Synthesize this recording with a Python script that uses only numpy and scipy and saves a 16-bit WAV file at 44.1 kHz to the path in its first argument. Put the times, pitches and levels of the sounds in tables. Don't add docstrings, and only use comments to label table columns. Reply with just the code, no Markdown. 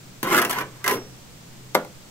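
import sys
import numpy as np
from scipy import signal
from scipy.fft import rfft, irfft
from scipy.io import wavfile

SR = 44100
rng = np.random.default_rng(int(sys.argv[2]) if len(sys.argv) > 2 else 0)


def wav_record(signal):
    frames = np.transpose(np.atleast_2d(signal))
    bounded = np.clip(frames, -1, 1)
    quanta = np.round(bounded * 32767).astype(np.int16)
    wavfile.write(sys.argv[1], SR, quanta)


N = 92610
T = np.arange(N) / SR
FREQS = np.maximum(np.fft.rfftfreq(2 * N, 1 / SR), 1)

# (frequency [Hz], level [dB])
AIR_TONE = [(20, -2), (45, -67), (65, -19), (100, -9.5), (160, -5.5), (230, -9.5), (330, -15), (500, -17.5),
            (1400, -22), (4000, -24), (8200, -24.5), (9400, -32.5), (16000, -31)]
BREEZE_TONE = [(20, -49), (45, -22), (68, 12), (100, -12), (160, -12), (400, -6), (2000, -65)]
# (time [s], level [dB])
HUM_LEVEL = [(0, -53.5), (.2, -55), (.7, -47.5), (1.15, -50), (1.33, -59), (1.48, -53), (1.65, -46.5),
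             (1.9, -56), (2.1, -59)]
# (time [s], panels [dB], frame [dB], blade [dB])
STROKES = [
    [(.230, -22, -40, -27), (.255, -30, -23, -53), (.275, -24, -25.5, -30), (.31, -28, -23.5, -28),
     (.335, -17.5, -15.5, -23), (.352, -28, -17, -27), (.368, -39, -16, -16), (.392, -21, -17.5, -22.5),
     (.405, -29.5, -28.5, -54), (.435, -27, -21, -32), (.465, -58, -51, -36.5), (.49, -53, -46, -38)],
    [(.495, -31, -19, -20), (.515, -33, -27, -30), (.535, -39, -24.5, -35), (.555, -47, -28, -34),
     (.567, -28.5, -24.5, -39), (.595, -28, -30.5, -32), (.612, -31, -23.5, -32.5), (.628, -34, -38, -59)],
    [(.74, -61, -47, -57), (.775, -54, -50.5, -57), (.835, -68, -49, -64), (.857, -34, -29, -39),
     (.863, -29, -21, -24.5), (.873, -30.5, -33, -42), (.895, -28, -20.5, -24.5), (.912, -27.5, -22.5, -25),
     (.935, -27.5, -27.5, -28), (.952, -27, -33, -35.5), (.98, -36, -53, -45)],
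]
# (time [s], panels [dB], frame [dB], blade [dB])
CATCHES = [(.2298, -18.5, -17.5, -18), (.2655, -41, -30, -40), (.326, -24, -20, -24.5),
           (.3655, -15.5, -18, -18.5), (.3865, -41, -20, -18), (.3935, -41, -13.5, -27),
           (.4170, -24, -18.5, -15.5), (.4235, -29, -16.5, -19), (.4490, -26, -19, -17),
           (.4962, -30, -18, -24), (.5098, -38, -41, -16.5), (.529, -49, -22.5, -22),
           (.585, -43, -15, -28.5), (.8423, -26, -27, -21), (.8781, -22, -12.5, -11),
           (.9125, -20, -20.5, -28)]
# (frequency [Hz], ring time [s], scraped [dB], knocked [dB])
PANEL_NOTES = [(165.6, 0.38, -20.5, -17), (214.3, 0.29, -19.5, -20.5), (252.3, 0.28, -17.5, -40),
               (311.4, 0.58, -20, -34), (353.7, 0.49, -17.5, -27), (411.6, 0.2, -10.5, -10),
               (502, 0.31, -18.5, -17.5), (524.5, 0.26, -21, -15.5), (586, 0.29, -36, -21)]
FRAME_NOTES = [(704, 0.2, -20.5, -13), (813, 0.05, -22.5, -11), (872.5, 0.21, -19.5, -30),
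               (979.6, 0.1, -16.5, -8), (1037, 0.072, -14, -43), (1163, 0.083, -15.5, -27.5),
               (1343, 0.081, -19, -20.5), (1673, .14, -20.5, -38), (1910, 0.05, -16, -25),
               (2108, 0.055, -18, -12)]
# (frequency [Hz], ring time [s], level [dB])
BLADE_NOTES = [(10400, 0.014, -29.5), (12800, 0.0078, -14)]
# (frequency [Hz], level [dB])
PANEL_TONE = [(40, -42), (100, -14), (170, -1), (260, -1.5), (420, 3), (520, -3), (640, -8.5), (850, -16),
              (2000, -44), (16000, -70)]
FRAME_TONE = [(100, -37), (450, -11.5), (720, -5), (1050, 0), (1650, -1.5), (2100, -7), (2900, -10.5),
              (4000, -22.5), (6000, -22.5), (16000, -47.5)]
BLADE_TONE = [(100, -39), (1500, 2.5), (3000, 3.5), (4300, -0.5), (5500, -0.5), (7000, -2), (9000, -3.5),
              (11000, -3.5), (12700, 1.5), (14300, -7), (16000, -2.5)]
THUD_TONE = [(30, -53), (90, -23), (130, -24), (175, -13.5), (260, -2), (480, 4.5), (1150, -3), (1400, 0.5),
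             (1800, -9), (2120, -6.5), (2450, -18.5), (3100, -15), (6000, -26), (16000, -41)]
# (middle time [s], length [s], slip rate [1/s], level [dB])
JUDDERS = [(0.275, 0.031, 1060, -27), (.314, 0.026, 1070, -23), (.338, .025, 1680, -15.5),
           (.385, .035, 1700, -19), (.452, 0.0097, 2700, -17.5), (.570, .03, 980, -27),
           (.625, .05, 515, -37.5), (0.8444, .005, 2060, -16)]
# (frequency [Hz], ring time [s], level [dB])
FLICK_NOTES = [(410, .28, -15.5), (445, .2, -26), (1034, .18, -31), (2778, .25, -37), (5577, .6, -30),
               (12550, .2, -33)]
# (time [s], thud [dB], blade [dB])
KNOCKS = [(1.7470, -28, -19.5), (1.7495, -47, -20.5), (1.7513, -6.5, -22), (1.7548, -13.5, -26),
          (1.849, -35.5, -42)]
# (frequency [Hz], level [dB])
LEFT_LEAD = [(100, -2.5), (600, 1), (1150, -2.5), (2000, -2.5), (4500, 1.5), (6800, -5), (8000, 1.5),
             (9500, 7.5), (12800, 11), (14000, 5), (16000, -7)]


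def undb(db):
    return 10 ** (np.asarray(db) / 20)


def unit(x):
    return x / np.sqrt(np.mean(np.sum(x ** 2, axis=-1)))


def db_at(points):
    hz, db = np.array(points, float).T
    return np.interp(np.log(FREQS), np.log(hz), db)


def filtered(x, gain):
    return irfft(rfft(x, 2 * N) * gain)[..., :N]


def with_tone(x, points):
    cepstrum = irfft(np.log(undb(db_at(points))))
    one_sided = np.r_[cepstrum[0], 2 * cepstrum[1:N]]
    return filtered(x, np.exp(rfft(one_sided, 2 * N)))


def fade(ring_s):
    return np.exp(-np.log(1000) * T / max(ring_s, 1 / SR))


def taps(table, column):
    out = np.zeros(N)
    for row in table:
        out[int(row[0] * SR)] += undb(row[column]) * np.sqrt(.004 * SR)
    return out


def two_mics(pair, alike_hz):
    alike = 1 / (1 + (FREQS / alike_hz) ** 2)
    mid, side = filtered(pair, np.sqrt([(1 + alike) / 2, (1 - alike) / 2]))
    return np.array([mid + side, mid - side])


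def ring_notes(force, notes, knocked=False):
    response = np.zeros(N)
    for k, row in enumerate(notes):
        hz, ring_s, db = row[0], row[1], row[-1] if knocked else row[2]
        note = unit(fade(ring_s) * np.cos(2 * np.pi * hz * T))
        response += (-1) ** k * undb(db) * note
    return filtered(force, rfft(response, 2 * N))


def clatter(force, tone, ring_s, cab_ring_s, direct_db, cab_db):
    spot_samples, ring_samples = 1764, 16384
    decay = np.hypot(unit(fade(ring_s)), undb(cab_db) * unit(fade(cab_ring_s)))[:ring_samples]
    ring = np.zeros((2, N + spot_samples + ring_samples))
    for start in range(0, N, spot_samples):
        push = force[None, start:start + spot_samples]
        noise = rng.standard_normal((2, ring_samples))
        if push.any():
            spot_ring = signal.fftconvolve(push, noise * decay, axes=1)
            ring[:, start:start + spot_ring.shape[1]] += spot_ring
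    total = undb(direct_db) * force + two_mics(ring[:, :N], alike_hz=1490)
    total /= np.sqrt(1 + undb(direct_db) ** 2 + undb(cab_db) ** 2)
    tone_response = unit(with_tone(T == 0, tone))
    return filtered(total, rfft(tone_response, 2 * N))


def background(air_db=-45.5, breeze_db=-55.5, hum_hz=127.4, waver_hz=4.9):
    air_noise = two_mics(rng.standard_normal((2, N)), alike_hz=417)
    air = unit(with_tone(air_noise, AIR_TONE))
    breeze = unit(with_tone(rng.standard_normal((2, N)), BREEZE_TONE))
    slow_only = 1 / (1 + (FREQS / 6) ** 4)
    waver = np.sqrt(N) * unit(filtered(rng.standard_normal(N), slow_only))
    hum = unit(np.sin(2 * np.pi * np.cumsum(hum_hz + waver_hz * waver) / SR))
    hum_db = np.interp(T, *np.array(HUM_LEVEL).T)
    return np.sqrt(N) * (undb(air_db) * air + undb(breeze_db) * breeze + undb(hum_db) * hum)


def stick_slip(slips_per_s=650, gap_spread=.6, size_spread_db=3, rub_gain=.39):
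    gap, size = rng.standard_normal((4000, 2)).T
    at = (np.cumsum(np.exp(gap_spread * gap)) / slips_per_s * SR).astype(int)
    slips = np.bincount(at[at < N], undb(size_spread_db * size[at < N]), N)
    force = (slips - slips.mean()) / slips.std() + rub_gain * rng.standard_normal(N)
    return force / force.std()


def scrape(friction, column):
    pressure = np.zeros(N)
    for stroke in map(np.array, STROKES):
        pressure += np.interp(T, stroke[:, 0], undb(stroke[:, column]), left=0, right=0)
    return friction * pressure + taps(CATCHES, column)


def panel_boom(force):
    boom = clatter(force, PANEL_TONE, ring_s=.07, cab_ring_s=.37, direct_db=-3, cab_db=4)
    return undb(-3) * boom + ring_notes(force, PANEL_NOTES)


def frame_rattle(force):
    rattle = clatter(force, FRAME_TONE, ring_s=.045, cab_ring_s=.27, direct_db=-9.5, cab_db=-3.5)
    return undb(-4) * rattle + ring_notes(force, FRAME_NOTES)


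def blade_hiss(force):
    hiss = clatter(force, BLADE_TONE, ring_s=.034, cab_ring_s=.15, direct_db=-4, cab_db=-8)
    return undb(-3.33) * hiss + ring_notes(force, BLADE_NOTES)


def judder(gap_spread=.04):
    force = np.zeros(N)
    for middle_s, length_s, rate, db in JUDDERS:
        t = np.cumsum(1 + gap_spread * rng.standard_normal(128)) / rate
        t = t[t < length_s]
        at = ((middle_s - length_s / 2 + t) * SR).astype(int)
        swell = np.sin(np.pi * t / length_s)
        force[at] += undb(db) * np.sqrt(SR / rate) * swell
    return force


def flick(time_s=.912):
    return ring_notes(taps([(time_s, 0)], column=1), FLICK_NOTES)


def knock():
    force = taps(KNOCKS, column=1)
    thud = clatter(force, THUD_TONE, ring_s=.011, cab_ring_s=.2, direct_db=-8, cab_db=-3)
    return undb(-2.1) * thud + ring_notes(force, PANEL_NOTES + FRAME_NOTES, knocked=True)


def from_left(x, lag_s=.000096):
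    lead = undb(db_at(LEFT_LEAD) / 2)
    delay = np.exp(-2j * np.pi * FREQS * lag_s)
    return filtered(x, np.array([lead, delay / lead]))


def scene():
    friction = stick_slip()
    panel_force = scrape(friction, column=1)
    frame_force = scrape(friction, column=2) + judder()
    blade_force = scrape(friction, column=3) + taps(KNOCKS, column=2)
    parts = panel_boom(panel_force) + frame_rattle(frame_force) + blade_hiss(blade_force)
    return from_left(parts + flick() + knock()) + background()


def record(dry):
    top_hz = 15700
    return signal.sosfilt(signal.ellip(10, .2, 70, top_hz, fs=SR, output="sos"), dry)


dry = scene()
out = record(dry)
wav_record(out)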